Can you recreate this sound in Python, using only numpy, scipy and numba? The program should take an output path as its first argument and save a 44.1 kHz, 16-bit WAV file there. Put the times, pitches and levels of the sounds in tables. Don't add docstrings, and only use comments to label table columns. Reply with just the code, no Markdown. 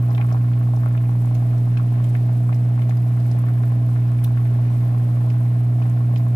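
import sys
import numpy as np
from scipy import signal
from scipy.fft import rfft, irfft
from scipy.io import wavfile
from scipy.ndimage import uniform_filter1d
from numba import njit

SR = 44100
rng = np.random.default_rng(int(sys.argv[2]) if len(sys.argv) > 2 else 0)


def digitize_waveform(pressure):
    field = np.atleast_2d(pressure).T
    bounded = np.clip(field, -1, 1)
    quanta = np.round(bounded * 32767).astype(np.int16)
    wavfile.write(sys.argv[1], SR, quanta)


def boost_factor(decibels):
    exponent = np.asarray(decibels, float) / 20
    return 10 ** exponent


N = 280035
PORT_LAG = 16


def band(x, lo_hz, hi_hz):
    sos = signal.butter(2, [lo_hz, min(hi_hz, .45 * SR)], "band", fs=SR, output="sos")
    return signal.sosfilt(sos, x)


def unit(x):
    return x / np.sqrt(np.mean(x ** 2))


def walk(rate):
    hold = int(SR / rate)
    levels = np.repeat(rng.standard_normal(N // 100), hold)[:N]
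    return 1.7 * uniform_filter1d(uniform_filter1d(levels, hold), hold)


def hum():
    # (pitch [Hz], left level [dB rms], left minus right [dB], left lead [rad])
    hum_tones = [(59.97, -43.0, -1.2, -0.1), (99.97, -51.1, -1.4, -0.1), (119.95, -16.9, -1.1, 0.0),
                 (139.97, -53.6, -1.5, 0.1), (179.94, -36.1, 1.0, -0.2), (239.89, -41.9, -2.8, 0.1),
                 (259.91, -49.6, -1.9, -0.4), (279.74, -58.0, -2.5, 0.0), (299.89, -43.6, -2.8, -0.6),
                 (359.88, -55.7, 2.2, -0.4), (379.94, -63.4, -4.1, 0.1), (399.98, -56.9, -4.2, -0.1),
                 (419.81, -60.2, -5.6, 0.3), (479.81, -60.4, -3.1, 0.3), (599.82, -63.3, -4.5, 1.3),
                 (659.77, -59.3, -6.2, 0.6), (679.75, -63.1, -3.5, 0.1), (719.72, -60.6, -2.6, -0.1),
                 (2359.02, -78.0, -5.7, -1.3)]
    mains_hz = 59.978
    shaft_hz = mains_hz / 3
    t = np.arange(N) / SR
    load, slip = walk(1.5), walk(1.2)
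    out = 0
    for hz, db, pan_db, lead in hum_tones:
        order = np.round(hz / shaft_hz)
        free = order % 3 > 0
        turns = order * shaft_hz * t
        turns = turns + rng.random() * (db < -30)
        phase = 2 * np.pi * turns + free * .5 * slip + .003 * order * load
        size = np.sqrt(2) * boost_factor(db + (.13 + .9 * free) * walk(3))
        left = np.sin(phase)
        right = boost_factor(-pan_db) * np.sin(phase - lead)
        out = out + size * np.array([left, right])
    return out


def broth():
    # (time [s], peak level [dB], pitch [Hz])
    bubbles = [(0.0327, -35, 1230), (0.073, -51, 915), (0.2253, -31.5, 1150), (0.246, -30, 1170),
               (0.3143, -28.5, 1205), (0.3463, -24, 896), (0.4082, -38, 1190), (0.7361, -26.5, 834),
               (0.834, -28, 1225), (0.861, -28.5, 640), (1.0934, -29, 900), (1.222, -34, 894),
               (1.2735, -32, 670), (1.3115, -30, 800), (1.4226, -32, 783), (1.6739, -31, 870),
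               (1.7976, -29, 1206), (2.2933, -32, 866), (2.4921, -28, 1170), (2.525, -29.5, 843),
               (2.7779, -32, 1200), (3.3486, -27.5, 592), (3.483, -37, 1060), (4.3701, -35.5, 950),
               (4.588, -34.5, 950), (4.9468, -29.5, 1013), (5.2442, -33.5, 686), (5.8168, -30, 920),
               (6.1377, -29, 650), (6.2674, -32, 984)]
    plops = [(0.031, -51.5, 1570), (0.112, -35.5, 1590), (0.181, -30.5, 2020), (0.247, -42, 1320),
             (0.3162, -43, 1360), (0.4429, -39, 1280), (0.8154, -41.5, 1240), (0.833, -38.5, 1520),
             (0.8603, -26, 1280), (1.301, -47, 1450), (1.462, -44, 1320), (1.5314, -33, 1280),
             (1.7709, -31.5, 1470), (1.7968, -38, 1250), (2.1515, -27, 1900), (2.2878, -39, 1540),
             (2.493, -39, 1230), (2.5287, -30.5, 2190), (2.9088, -30.5, 1870), (3.1732, -34, 1310),
             (3.437, -38.5, 1610), (3.4865, -30, 1400), (3.6355, -31, 1440), (3.9608, -31, 1450),
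             (4.374, -30, 1550), (4.876, -40, 1500), (4.9403, -39, 1510), (5.5223, -45.5, 1480),
             (5.82, -47, 1320), (6.1617, -41, 1870)]
    gurgles = [(0.181, -27, 905), (0.2931, -36, 1120), (0.3228, -29, 660), (0.3563, -32, 636),
               (0.5753, -37, 1120), (0.612, -32.5, 1240), (0.6728, -34, 1146), (0.6895, -36, 860),
               (0.772, -31, 890), (1.0385, -41, 1140), (1.1524, -31, 926), (1.2478, -32, 880),
               (2.001, -31.5, 1060), (2.6595, -35.5, 750), (2.7926, -29, 900), (2.893, -28, 743),
               (2.924, -35.5, 1250), (3.313, -39, 800), (3.4394, -30.5, 996), (3.5731, -41.5, 905),
               (3.8906, -33.5, 1270), (4.118, -33, 1200), (4.3073, -34.5, 906), (4.704, -32.5, 883),
               (5.1704, -35, 1110), (5.7855, -34.5, 700), (5.8556, -34, 980), (6.0067, -35, 1100),
               (6.093, -35.5, 800), (6.1972, -33.5, 950)]
    s, db, hz = np.transpose(list(bubbles) + list(plops) + list(gurgles))
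    same = np.ones(len(s))
    bursts = grains((s * SR).astype(int), .95 * hz, 3.2 * same, .05 * same, boost_factor(db + 8))
    closing = ((s + .006) * SR).astype(int)
    cavities = grains(closing, .7 * hz, 5 * same, .055 * same, boost_factor(db - 9))
    simmer = swarm(120, 520, 1500, 1.9, scatter_db=3.8, db=-48.5)
    fizz = swarm(320, 1300, 4500, 3.0, scatter_db=2.4, db=-63)
    small = simmer + fizz
    column = unit(band(small, 795, 855)) * boost_factor(-57) + unit(band(small, 975, 1075)) * boost_factor(-58)
    pops = swarm(60, 700, 2000, 3.4, scatter_db=1.6, db=-54.5)
    crackle = swarm(260, 9600, 14500, 3.1, scatter_db=3.5, db=-61)
    return bursts + cavities + pops + small + column + crackle


def swarm(rate, lo_hz, hi_hz, cycles, scatter_db, db):
    # (time [s], effort [dB])
    boil_effort = [(0, 4), (.3, 4.5), (.6, -3), (.9, 3.5), (1.3, -1.5), (2, -1.5), (2.4, -5.5), (2.8, -2.5),
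                   (3.5, 1), (4.2, 1), (5, 0.1), (5.6, 1), (6.35, 0)]
    when, pitch, life, rise, luck = rng.random((4000, 5))[:int(rate * N / SR)].T
    size_db = -scatter_db * np.log(.04 + luck)
    size_db = size_db + np.interp(when * N / SR, *np.transpose(boil_effort))
    start = (when * N).astype(int)
    hz = lo_hz * (hi_hz / lo_hz) ** pitch
    x = grains(start, hz, cycles * (.5 + life), .61 * rise, boost_factor(size_db))
    return unit(x) * boost_factor(db)


@njit
def grains(start, hz, cycles, glide, size):
    out = np.zeros(N)
    for e in range(len(start)):
        life = cycles[e] * SR / hz[e]
        phase = 0.
        for i in range(min(int(2 * life), N - start[e])):
            phase += 2 * np.pi * hz[e] / SR * (1 + glide[e] * i / life)
            swell = 1.7 * (1 - np.exp(-10 * i / life)) * np.exp(-3.5 * i / life)
            out[start[e] + i] += size[e] * swell * np.sin(phase)
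    return out


def ticks():
    # (time [s], peak level [dB], pitch [Hz])
    spoon_ticks = [(0.1488, -36, 3320), (0.1785, -35, 2890), (0.213, -36, 2500), (0.3033, -47, 2560),
                   (0.5337, -41, 2810), (0.8581, -55, 3000), (0.9757, -38, 2840), (1.351, -43.5, 2600),
                   (1.5085, -42, 2520), (1.716, -42.5, 2720), (1.7729, -33, 3080), (2.0424, -41, 2730),
                   (2.1515, -47, 2540), (2.5233, -43.5, 2500), (2.5262, -50, 2860), (2.7926, -43, 2520),
                   (2.819, -35, 2480), (2.971, -47, 2640), (3.3133, -50, 2730), (3.583, -46.5, 2730),
                   (3.6337, -50.5, 3560), (4.187, -39, 2500), (4.245, -33, 4050), (4.376, -43.5, 2640),
                   (4.4852, -55.5, 2800), (5.3016, -41, 3740), (5.8212, -40, 3060), (6.1603, -36.5, 3600)]
    fat_spits = [(0.2652, -43.5, 11570), (0.5905, -40, 11500), (0.7545, -45, 12230), (0.9254, -50, 8290),
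                 (1.109, -42.5, 8900), (1.257, -37.5, 9000), (1.3473, -37.5, 8700), (1.7764, -43.5, 7700),
                 (1.9257, -42, 10780), (2.0428, -42, 8260), (2.164, -37, 12140), (2.4059, -50, 12040),
                 (2.894, -39, 8600), (2.9704, -44, 11220), (3.265, -42.5, 8400), (3.3141, -47.5, 8540),
                 (3.3892, -38.5, 8700), (4.1178, -42.5, 8700), (4.2418, -25, 13040), (4.7398, -47, 8550),
                 (4.8496, -45, 12170), (5.2894, -48, 9000), (5.8977, -39, 8330), (6.1837, -41, 13820)]
    droplets = [(0.1058, -45.5, 4740), (0.3258, -40.5, 5750), (0.3775, -53, 4900), (0.7627, -44, 5130),
                (1.344, -52, 5240), (1.3513, -39.5, 4950), (1.5802, -45.5, 5740), (1.7295, -53, 5020),
                (1.7737, -53, 4830), (2.164, -51.5, 5880), (2.5454, -44, 6960), (2.8953, -41, 5070),
                (2.9708, -44, 4600), (3.2024, -47, 4580), (3.3142, -38, 6100), (4.117, -54, 4520),
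                (4.125, -61, 4960), (4.2373, -42, 4510), (5.3025, -51, 4960), (5.8224, -48.5, 4820),
                (6.1738, -40.5, 4640), (6.1825, -53, 4860)]
    spoon = spray(spoon_ticks, spray_s=.0045, gain_db=4.5, lift=.9)
    fat = spray(fat_spits, spray_s=.0025, gain_db=.5, lift=1.1)
    return spoon + fat + spray(droplets, spray_s=.0035, gain_db=3.5)


def spray(events, spray_s, gain_db, lift=1):
    s, db, hz = (np.repeat(c, 14) for c in np.transpose(events))
    late, spread = rng.random((500, 2))[:len(s)].T
    start = ((s + spray_s * late ** 2) * SR).astype(int)
    pitch_hz = np.minimum(lift * hz * np.exp(.7 * (spread - .55)), .34 * SR)
    cycles = 2 + pitch_hz / 2500
    size = boost_factor(db + gain_db + hz / 4000 - 9 * late)
    return grains(start, pitch_hz, cycles, .03 + 0 * s, size)


def air():
    # (frequency [Hz], left level [dB per Hz], left minus right [dB], likeness of the ports [0-1])
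    noise_spectrum = [(25.7, -84, -1, 0.92), (56.9, -72, -4, 0.94), (99, -63, 0.5, 0.9), (216, -63, 0, 0.9),
                      (263, -68, -2.5, 1), (323, -73, 1, 0.96), (517, -80.5, -6, 0.67),
                      (660, -70, -0.5, .75), (950, -79, 6.5, 0), (2140, -89, -2.5, 0),
                      (7060, -101, 4, 0.01), (8600, -96, 6.5, 0.18), (9300, -98, 9.5, 0.5),
                      (12500, -98, 11.5, 0.6)]
    f = np.fft.rfftfreq(N, 1 / SR) + 1
    columns = np.transpose(noise_spectrum)
    hz, db, pan_db, like = (np.interp(np.log(f), np.log(columns[0]), c) for c in columns)
    like = np.clip(like, 0, .999)
    late = np.exp(-2j * np.pi * np.maximum(f - 480, 0) * PORT_LAG / SR)
    mid, side = (rfft(rng.standard_normal(N)) * np.sqrt(SR / 4) * boost_factor(db) for _ in range(2))
    mid = mid * np.sqrt(1 + like)
    side = side * np.sqrt(1 - like)
    pair = np.array([mid + side, (mid - side) * boost_factor(-pan_db) * late])
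    swell, fizz = walk(2.5), walk(110)
    out = 0
    for octave in range(4, 15):
        share = np.clip(1 - abs(np.log2(f) - octave), 0, 1)
        flicker_db = .6 * swell + .55 * walk(14) + 1.5 * (octave > 12) * fizz
        out = out + irfft(pair * share, N) * boost_factor(flicker_db)
    return out


def tail(t60_s, delay_s):
    t = np.arange(SR // 3) / SR
    fade = np.exp(-np.log(1000) * t / t60_s) * (t > delay_s)
    response = rng.standard_normal((2, len(t))) * fade
    return response / np.sqrt(np.sum(response ** 2, axis=1, keepdims=True))


def scene():
    pot = broth() + ticks()
    low = signal.sosfilt(signal.butter(1, 1300, fs=SR, output="sos"), pot)
    shaded = np.roll(.42 * low, PORT_LAG - 9) + np.roll(.1 * (pot - low), PORT_LAG)
    pot_echo = boost_factor(-7) * tail(t60_s=.035, delay_s=.0016)
    kitchen_echo = boost_factor(-12) * tail(t60_s=.2, delay_s=.0055)
    wet = signal.fftconvolve(pot[None], pot_echo + kitchen_echo, axes=1)[:, :N]
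    wet_db = np.array([[-3], [2.5]])
    return hum() + air() + np.array([pot, shaded]) + wet * boost_factor(wet_db)


def low_pass(x):
    return signal.sosfilt(signal.butter(12, 15710, fs=SR, output="sos"), x)


def record(dry):
    top = signal.ellip(8, .2, 60, 15500, fs=SR, output="sos")
    return low_pass(signal.sosfilt(top, dry))


dry = scene()
out = record(dry)
digitize_waveform(out)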